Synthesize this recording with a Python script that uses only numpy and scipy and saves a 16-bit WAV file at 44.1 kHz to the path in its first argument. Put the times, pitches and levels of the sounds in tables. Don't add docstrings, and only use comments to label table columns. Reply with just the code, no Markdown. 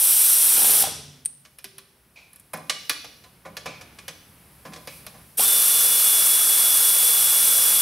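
import sys
import numpy as np
from scipy import signal
from scipy.fft import rfft, irfft, next_fast_len
from scipy.io import wavfile

SR = 44100
rng = np.random.default_rng(int(sys.argv[2]) if len(sys.argv) > 2 else 0)


def to_wav(s):
    ch = np.atleast_2d(s).T
    pcm = np.round(np.clip(ch, -1, 1) * 32767)
    wavfile.write(sys.argv[1], SR, pcm.astype(np.int16))


N = 344421
T = np.arange(N) / SR


# f/Hz, level/dB
JET_SPECTRUM = [(100, -52.5), (450, -27), (2000, -22), (3500, -13.5), (4500, -17.5), (5750, -10.5),
                (6650, -17), (8100, -5.5), (9300, -1.5), (10700, 0), (12400, -1.5), (14000, -7),
                (16000, -13.5)]
# f/Hz, width/Hz, level/dB
MUFFLER_PORTS = [(5820, 60, -1.5), (6700, 38, -7), (8000, 44, -7), (8720, 40, -2.5), (8700, 70, -13),
                 (9080, 80, -3), (9670, 39, -9.5), (10100, 60, -14), (11915, 58, -5), (12500, 110, -4),
                 (13600, 73, -2), (14600, 74, -4)]

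def exhaust(flutter_db=.6):
    jet = colour(rng.standard_normal(N), JET_SPECTRUM)
    jet = jet + resonances(jet, MUFFLER_PORTS)
    return airflow() * from_db(flutter_db * drift(150)) * rms_one(jet)


# pressed t/s, released t/s, air level/dB, gear level/dB, whine level/dB
TRIGGER_PULLS = [(-1, .825, -16.3, -39.5, -46), (5.37, 8, -17.6, -33, -29.6)]
VALVE_OPEN_S = .017

def airflow(shut_db_per_s=1200, bleed_db=-21, bleed_db_per_s=130):
    flow = 0
    for pressed, released, air_db, _, _ in TRIGGER_PULLS:
        opening = np.minimum(since(pressed) / VALVE_OPEN_S, 1)
        after = since(released)
        closing_db = np.maximum(-shut_db_per_s * after, bleed_db - bleed_db_per_s * after)
        flow = flow + opening * from_db(air_db + closing_db)
    return flow


# multiple of the turning rate, level/dB
ROTOR_ORDERS = [(2, -24), (4, -18), (5, -12), (6, 1), (8, -19), (12, -19)]
# f/Hz, level/dB
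GEAR_SPECTRUM = [(25, -40), (60, -25), (130, -7), (300, -10.5), (480, 0.5), (900, -0.5), (1400, 4),
                 (2100, -3.5), (3000, -2.5), (5000, 3.5), (8000, 1), (16000, -3)]
# f/Hz, level/dB
PAWL_SPECTRUM = [(25, -45), (60, -27), (150, -2), (300, -5.5), (550, -2), (780, 1), (1100, -9), (2000, -9),
                 (3600, -2), (6000, -12.5), (16000, -31)]

def motor(hunting=.001, wander=.0006, judder=2.5, waver_db=1.0, uneven_db=2.5):
    speed_hz, gear_gain, whine_gain, pawl_gain, growl_gain = rotor()
    unsteady = 1 + hunting * drift(6) + wander * drift(60) + judder * pawl_gain * drift(250)
    turns = np.cumsum(speed_hz * unsteady) / SR
    angle = 2 * np.pi * turns
    whine = sum(from_db(db + waver_db * drift(35)) * np.sin(k * angle) for k, db in ROTOR_ORDERS)
    growl = from_db(4 * drift(120)) * np.sin(2 * angle)
    strokes = turns / 5
    force = from_db(uneven_db * rng.standard_normal(N))[strokes.astype(int)]
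    gears = colour(rng.standard_normal(N) * np.exp(-1.3 * (strokes % 1)), GEAR_SPECTRUM)
    pawl = colour(rng.standard_normal(N) * force * np.exp(-3 * (strokes % 1)), PAWL_SPECTRUM)
    return whine_gain * whine + growl_gain * growl, gear_gain * gears + pawl_gain * pawl


# t/s, share of the speed lost
BOLT_LOAD = [(.3, 0), (.44, .05), (.53, .18), (.57, .31), (.82, .32), (1.0, .32), (1.2, 0)]

def rotor(free_hz=569, lag_s=.016, spin_up_s=.015, coast_s=.11, overshoot=.052, overshoot_s=.24):
    load = in_time(BOLT_LOAD)
    speed_hz = gears = whine = pawl = growl = 0
    for pressed, released, _, gear_db, whine_db in TRIGGER_PULLS:
        spin = 1 - np.exp(-since(pressed + lag_s) / spin_up_s)
        coast = np.maximum(1 - (since(released) / coast_s) ** 2, 0)
        pressure = 1 + overshoot * np.exp(-since(pressed) / overshoot_s)
        driven = np.minimum(since(pressed) / VALVE_OPEN_S, 1) ** 2 * coast ** 3
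        surge = 4 * spin * (1 - spin)
        speed_hz = speed_hz + free_hz * spin * coast * pressure * (1 - load)
        gears = gears + driven * from_db(gear_db + 17 * load)
        whine = whine + driven * spin ** 8 * from_db(whine_db - 20 * load)
        pawl = pawl + driven * (from_db(-56 + 53 * load) + (1 - spin) * from_db(-27))
        growl = growl + driven * from_db(-58 + 14 * load) + surge * spin * from_db(-21)
    return speed_hz, gears, whine, pawl, growl


# t/s, level/dB, f/Hz
PAWL_SNATCHES = [(.839, -19.5, 780), (.872, -28, 613)]

def snatches(t60=.066):
    out = np.zeros(N)
    for s, db, hz in PAWL_SNATCHES:
        add(out, s, damped_tone(hz, db, t60))
    return out


# t/s, level/dB, softness 0-1, relative tick level/dB
BLOWS = [(1.4498, -41, .35, -18), (1.5852, -39, .03, -2.5), (1.642, -30, .08, -5), (1.7815, -36, 0, -3),
         (2.3314, -49.5, 0, 1.5), (2.359, -48.5, .05, 3), (2.397, -52, .2, 5), (2.5328, -30, .78, 0),
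         (2.57, -42.5, .8, 0), (2.6958, -12.5, .15, -23), (2.8948, -11.2, .21, -8.5),
         (3.043, -33.5, .52, -12), (3.237, -43.5, .58, -16), (3.4505, -43.5, .93, -14),
         (3.5677, -24.5, .34, -12), (3.657, -27, .62, -14), (3.8105, -35, .5, -17), (3.986, -34, .38, -22),
         (4.0798, -24, .38, -11), (4.6505, -39.5, .86, -12), (4.7187, -45.5, .8, -14),
         (4.7338, -33, .33, -19), (4.7595, -35.5, .58, -18), (4.8724, -29.5, .54, -9),
         (5.0649, -31, .45, -5), (5.1367, -50.5, .86, -10)]
# low f/Hz, high f/Hz, level/dB, t60/s
BLOW_BANDS = [(102, 230, -4.5, 0.25), (453, 2170, 6, 0.083), (1300, 5940, 1.5, 0.072),
              (6940, 13500, 8, 0.03)]
# f/Hz, width/Hz, level/dB
UNDERBODY_MODES = [(165, 14, 7), (292, 30, 12), (464, 57, 4), (524, 55, 7), (613.5, 16.4, 12), (720, 30, 7),
                   (1028, 18, 6), (1145, 40, 9), (1720, 60, 1), (2200, 50, -1), (2440, 45, 6),
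                   (2960, 150, -12), (3500, 60, -5), (4040, 45, 3), (5300, 300, -3), (5940, 60, -1),
                   (10020, 1860, 7.5)]
BODY_DB, BODY_SOFT_DB = -27, 33

def knocks(grain_db=2.5, gain_db=-6.5, hard_rise_s=.00065, soft_rise_s=.0043):
    out = np.zeros(N)
    for s, db, softness, tick_db in BLOWS:
        white, grain = rng.standard_normal((2, SR))
        thump_db, body_db = -49 + 57 * softness, BODY_DB + BODY_SOFT_DB * softness
        cushion = softness ** 3
        clatter = rms_one(white * from_db(grain_db * grain)) * rise(hard_rise_s + soft_rise_s * cushion)
        for (low, high, band_db, t60), own_db in zip(BLOW_BANDS, (thump_db, body_db, 0, tick_db)):
            width_gain = np.sqrt(SR / 2 / (high - low))
            part = band(clatter * fade(t60 * (1 + .9 * cushion)), low, high)
            add(out, s, from_db(db + band_db + own_db) * width_gain * part)
    return from_db(gain_db) * (out + resonances(out, UNDERBODY_MODES))


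# t/s, level/dB
SOCKET_TOUCHES = [(1.2508, -24), (1.2575, -9)]
# f/Hz, level/dB, t60/s
SOCKET_MODES = [(8550, -1, .02), (9450, 2, .018), (11900, -16, .012), (13300, -23, .012)]

def socket():
    out = np.zeros(N)
    clink = sum(damped_tone(*mode) for mode in SOCKET_MODES) * rise(.00073)
    tick = from_db(-21.5) * band(rng.standard_normal(SR), 1900, 12500) * fade(.039)
    for s, db in SOCKET_TOUCHES:
        add(out, s, from_db(db) * (clink + tick))
    return out


# t/s, level/dB
BRUSH_TOUCHES = [(2.156, -44), (3.657, -35), (4.875, -43)]
# f/Hz, half width/Hz, relative level/dB, t60/s
FRAME_RING = [(90, 7.2, -27, .85), (143, 6.3, -24.5, 2.0), (245, 25, -33, 1.3), (430, 18, -29, .7)]
FLOOR_PAN_RING = [(230, 90, -10, .28), (560, 70, -7, .24), (755, 23, -5, .2), (1025, 18, -6, .26),
                  (1140, 30, -10, .16), (1900, 400, -7, .13)]
SOCKET_AFTER_RING = [(8600, 200, -30, .13), (9700, 280, -28, .17)]
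BRUSHED_RING = [(800, 400, -12, .4), (2430, 170, 0, .36), (3930, 1700, -7, .42)]
EXTENSION_RING = [(200, 70, -2, .3), (390.5, 4, 1, .62)]

def ringing_steel(bar_freed_s=1.644):
    out = np.zeros(N)
    for s, db, _ in PAWL_SNATCHES:
        add(out, s, from_db(db) * ring(FRAME_RING, rise_s=.045))
    for s, db, softness, _ in BLOWS:
        if softness > .55:
            body_db = db + BODY_DB + BODY_SOFT_DB * softness
            add(out, s, from_db(body_db) * ring(FLOOR_PAN_RING, rise_s=.006))
    for s, db in SOCKET_TOUCHES:
        add(out, s, from_db(db) * ring(SOCKET_AFTER_RING, rise_s=.001))
    for s, db in BRUSH_TOUCHES:
        add(out, s, from_db(db) * ring(BRUSHED_RING, rise_s=.009))
    add(out, bar_freed_s, from_db(-52) * ring(EXTENSION_RING, rise_s=.0022))
    return out


# f/Hz, level/dB
LEAK_SPECTRUM = [(1500, -27), (5000, -13), (7000, -17), (9000, -8), (10800, -3.5), (13000, -8.5),
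                 (16000, -12)]
# t/s, level/dB
LEAK_CURVE = [(1.3, -66), (2.01, -67), (2.52, -64), (2.86, -57), (3.37, -64), (5.1, -56), (5.35, -57)]

def coupling_leak(gain_db=2.6, spurt_s=4.95, spurt_db=-51, spurt_half_s=.06):
    seep = from_db(in_time(LEAK_CURVE) + gain_db)
    spurt = from_db(spurt_db) * np.exp(-((T - spurt_s) / spurt_half_s) ** 2)
    return (seep + spurt) * colour(rng.standard_normal(N), LEAK_SPECTRUM)


# f/Hz, level/dB
RUMBLE_SPECTRUM = [(20, -26), (40, -11.5), (62, 6), (80, 1.5), (110, 3.5), (180, 1), (300, -5.5),
                   (600, -9.5), (1200, -11), (2500, -14), (6000, -26), (16000, -64.5)]
# t/s, level/dB
RUMBLE_CURVE = [(0.0, -72), (1.07, -62), (1.36, -72), (3.45, -65), (3.82, -58), (4.2, -63), (5.21, -60),
                (5.32, -64), (6.1, -70)]
# f/Hz, level/dB
ROOM_TONE_SPECTRUM = [(30, -4), (180, 0), (300, 0), (700, -18), (1500, -13.5), (6700, -28), (10000, -21.5),
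                      (16000, -15)]

def room_tone(rumble_gain_db=7.3, quiet_db=-80.5):
    rumble_gain = from_db(in_time(RUMBLE_CURVE) + rumble_gain_db)
    rumble = rumble_gain * colour(rng.standard_normal(N), RUMBLE_SPECTRUM)
    return rumble + from_db(quiet_db) * colour(rng.standard_normal(N), ROOM_TONE_SPECTRUM)


# f/Hz, t60/s
WORKSHOP_T60 = [(130, 1.04), (400, 0.76), (1000, 0.45), (3000, 0.74), (6000, 0.73), (10000, 0.31),
                (15000, 0.18)]
# f/Hz, side level/dB
SIDE_SPECTRUM = [(60, -20), (250, -11.5), (1000, 2), (5000, -2), (9000, 1), (13000, -26.5)]

def workshop(x, wet_db, side_db, build_s=.005):
    edges = np.geomspace(60, 17000, 13)
    tail = 0
    for low, high in zip(edges, edges[1:]):
        t60 = at_hz(WORKSHOP_T60, np.sqrt(low * high))
        tail = tail + band(rng.standard_normal((2, SR)), low, high) * fade(t60)
    response = rms_one(tail * rise(build_s)) / np.sqrt(SR)
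    mid, side = signal.fftconvolve(x[None], response, axes=1)[:, :N] * from_db(wet_db)
    return x + mid + from_db(side_db) * shaped(side, SIDE_SPECTRUM) * [[1], [-1]]


def ring(modes, rise_s):
    out = 0
    for hz, half_width, db, t60 in modes:
        cluster = band(rng.standard_normal(SR + SR // 4), hz - half_width, hz + half_width)[-SR:]
        envelope = fade(t60) * rise(rise_s)
        out = out + from_db(db) * np.std(envelope) * rms_one(cluster * envelope)
    return out


def resonances(x, modes):
    out = 0
    for hz, width_hz, db in modes:
        r = np.exp(-np.pi * width_hz / SR)
        feedforward = np.array([1, 0, -1]) * (1 - r * r) / 2
        feedback = [1, -2 * r * np.cos(2 * np.pi * hz / SR), r * r]
        out = out + from_db(db) * signal.lfilter(feedforward, feedback, x + 1e-18)
    return out


def damped_tone(hz, db, t60):
    return from_db(db) * np.sin(2 * np.pi * hz * T[:SR]) * fade(t60)


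def band(x, low_hz, high_hz):
    return signal.sosfilt(signal.butter(2, [low_hz, high_hz], "band", fs=SR, output="sos"), x)


def shaped(x, spectrum):
    size = next_fast_len(N)
    gain = from_db(at_hz(spectrum, np.fft.rfftfreq(size, 1 / SR)))
    return irfft(rfft(x, size) * gain, size)[..., :N]


def colour(x, spectrum):
    return rms_one(shaped(x, spectrum))


def drift(rate):
    return rms_one(np.interp(T * rate, np.arange(N), rng.standard_normal(N)))


def rise(seconds):
    return 1 - np.exp(-T[:SR] / seconds)


def fade(t60):
    return np.exp(-np.log(1000) * T[:SR] / t60)


def since(s):
    return np.maximum(T - s, 0)


def in_time(points):
    return np.interp(T, *np.transpose(points))


def at_hz(points, hz):
    f, value = np.transpose(points)
    return np.interp(np.log(np.maximum(hz, 1)), np.log(f), value)


def add(out, s, sound):
    at = round(s * SR)
    out[at:at + len(sound)] += sound[:N - at]


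def from_db(db):
    return 10 ** (np.asarray(db) / 20)


def rms_one(x):
    return x / np.sqrt(np.mean(x ** 2) + 1e-20)


def scene():
    background = workshop(coupling_leak() + room_tone(), wet_db=-15.5, side_db=3.5)
    tones, rattle = motor()
    air = workshop(exhaust(), wet_db=-6.5, side_db=-10)
    direct = workshop(tones + snatches() + socket(), wet_db=-18, side_db=0)
    drive = workshop(rattle, wet_db=-3.5, side_db=-9)
    contacts = workshop(knocks() + ringing_steel(), wet_db=-10.5, side_db=-6)
    return air + direct + drive + contacts * from_db([[-.5], [.5]]) + background


def record(dry, cutoff_hz=15700):
    return signal.sosfilt(signal.ellip(12, .1, 80, cutoff_hz, fs=SR, output="sos"), dry)


dry = scene()
out = record(dry)
to_wav(out)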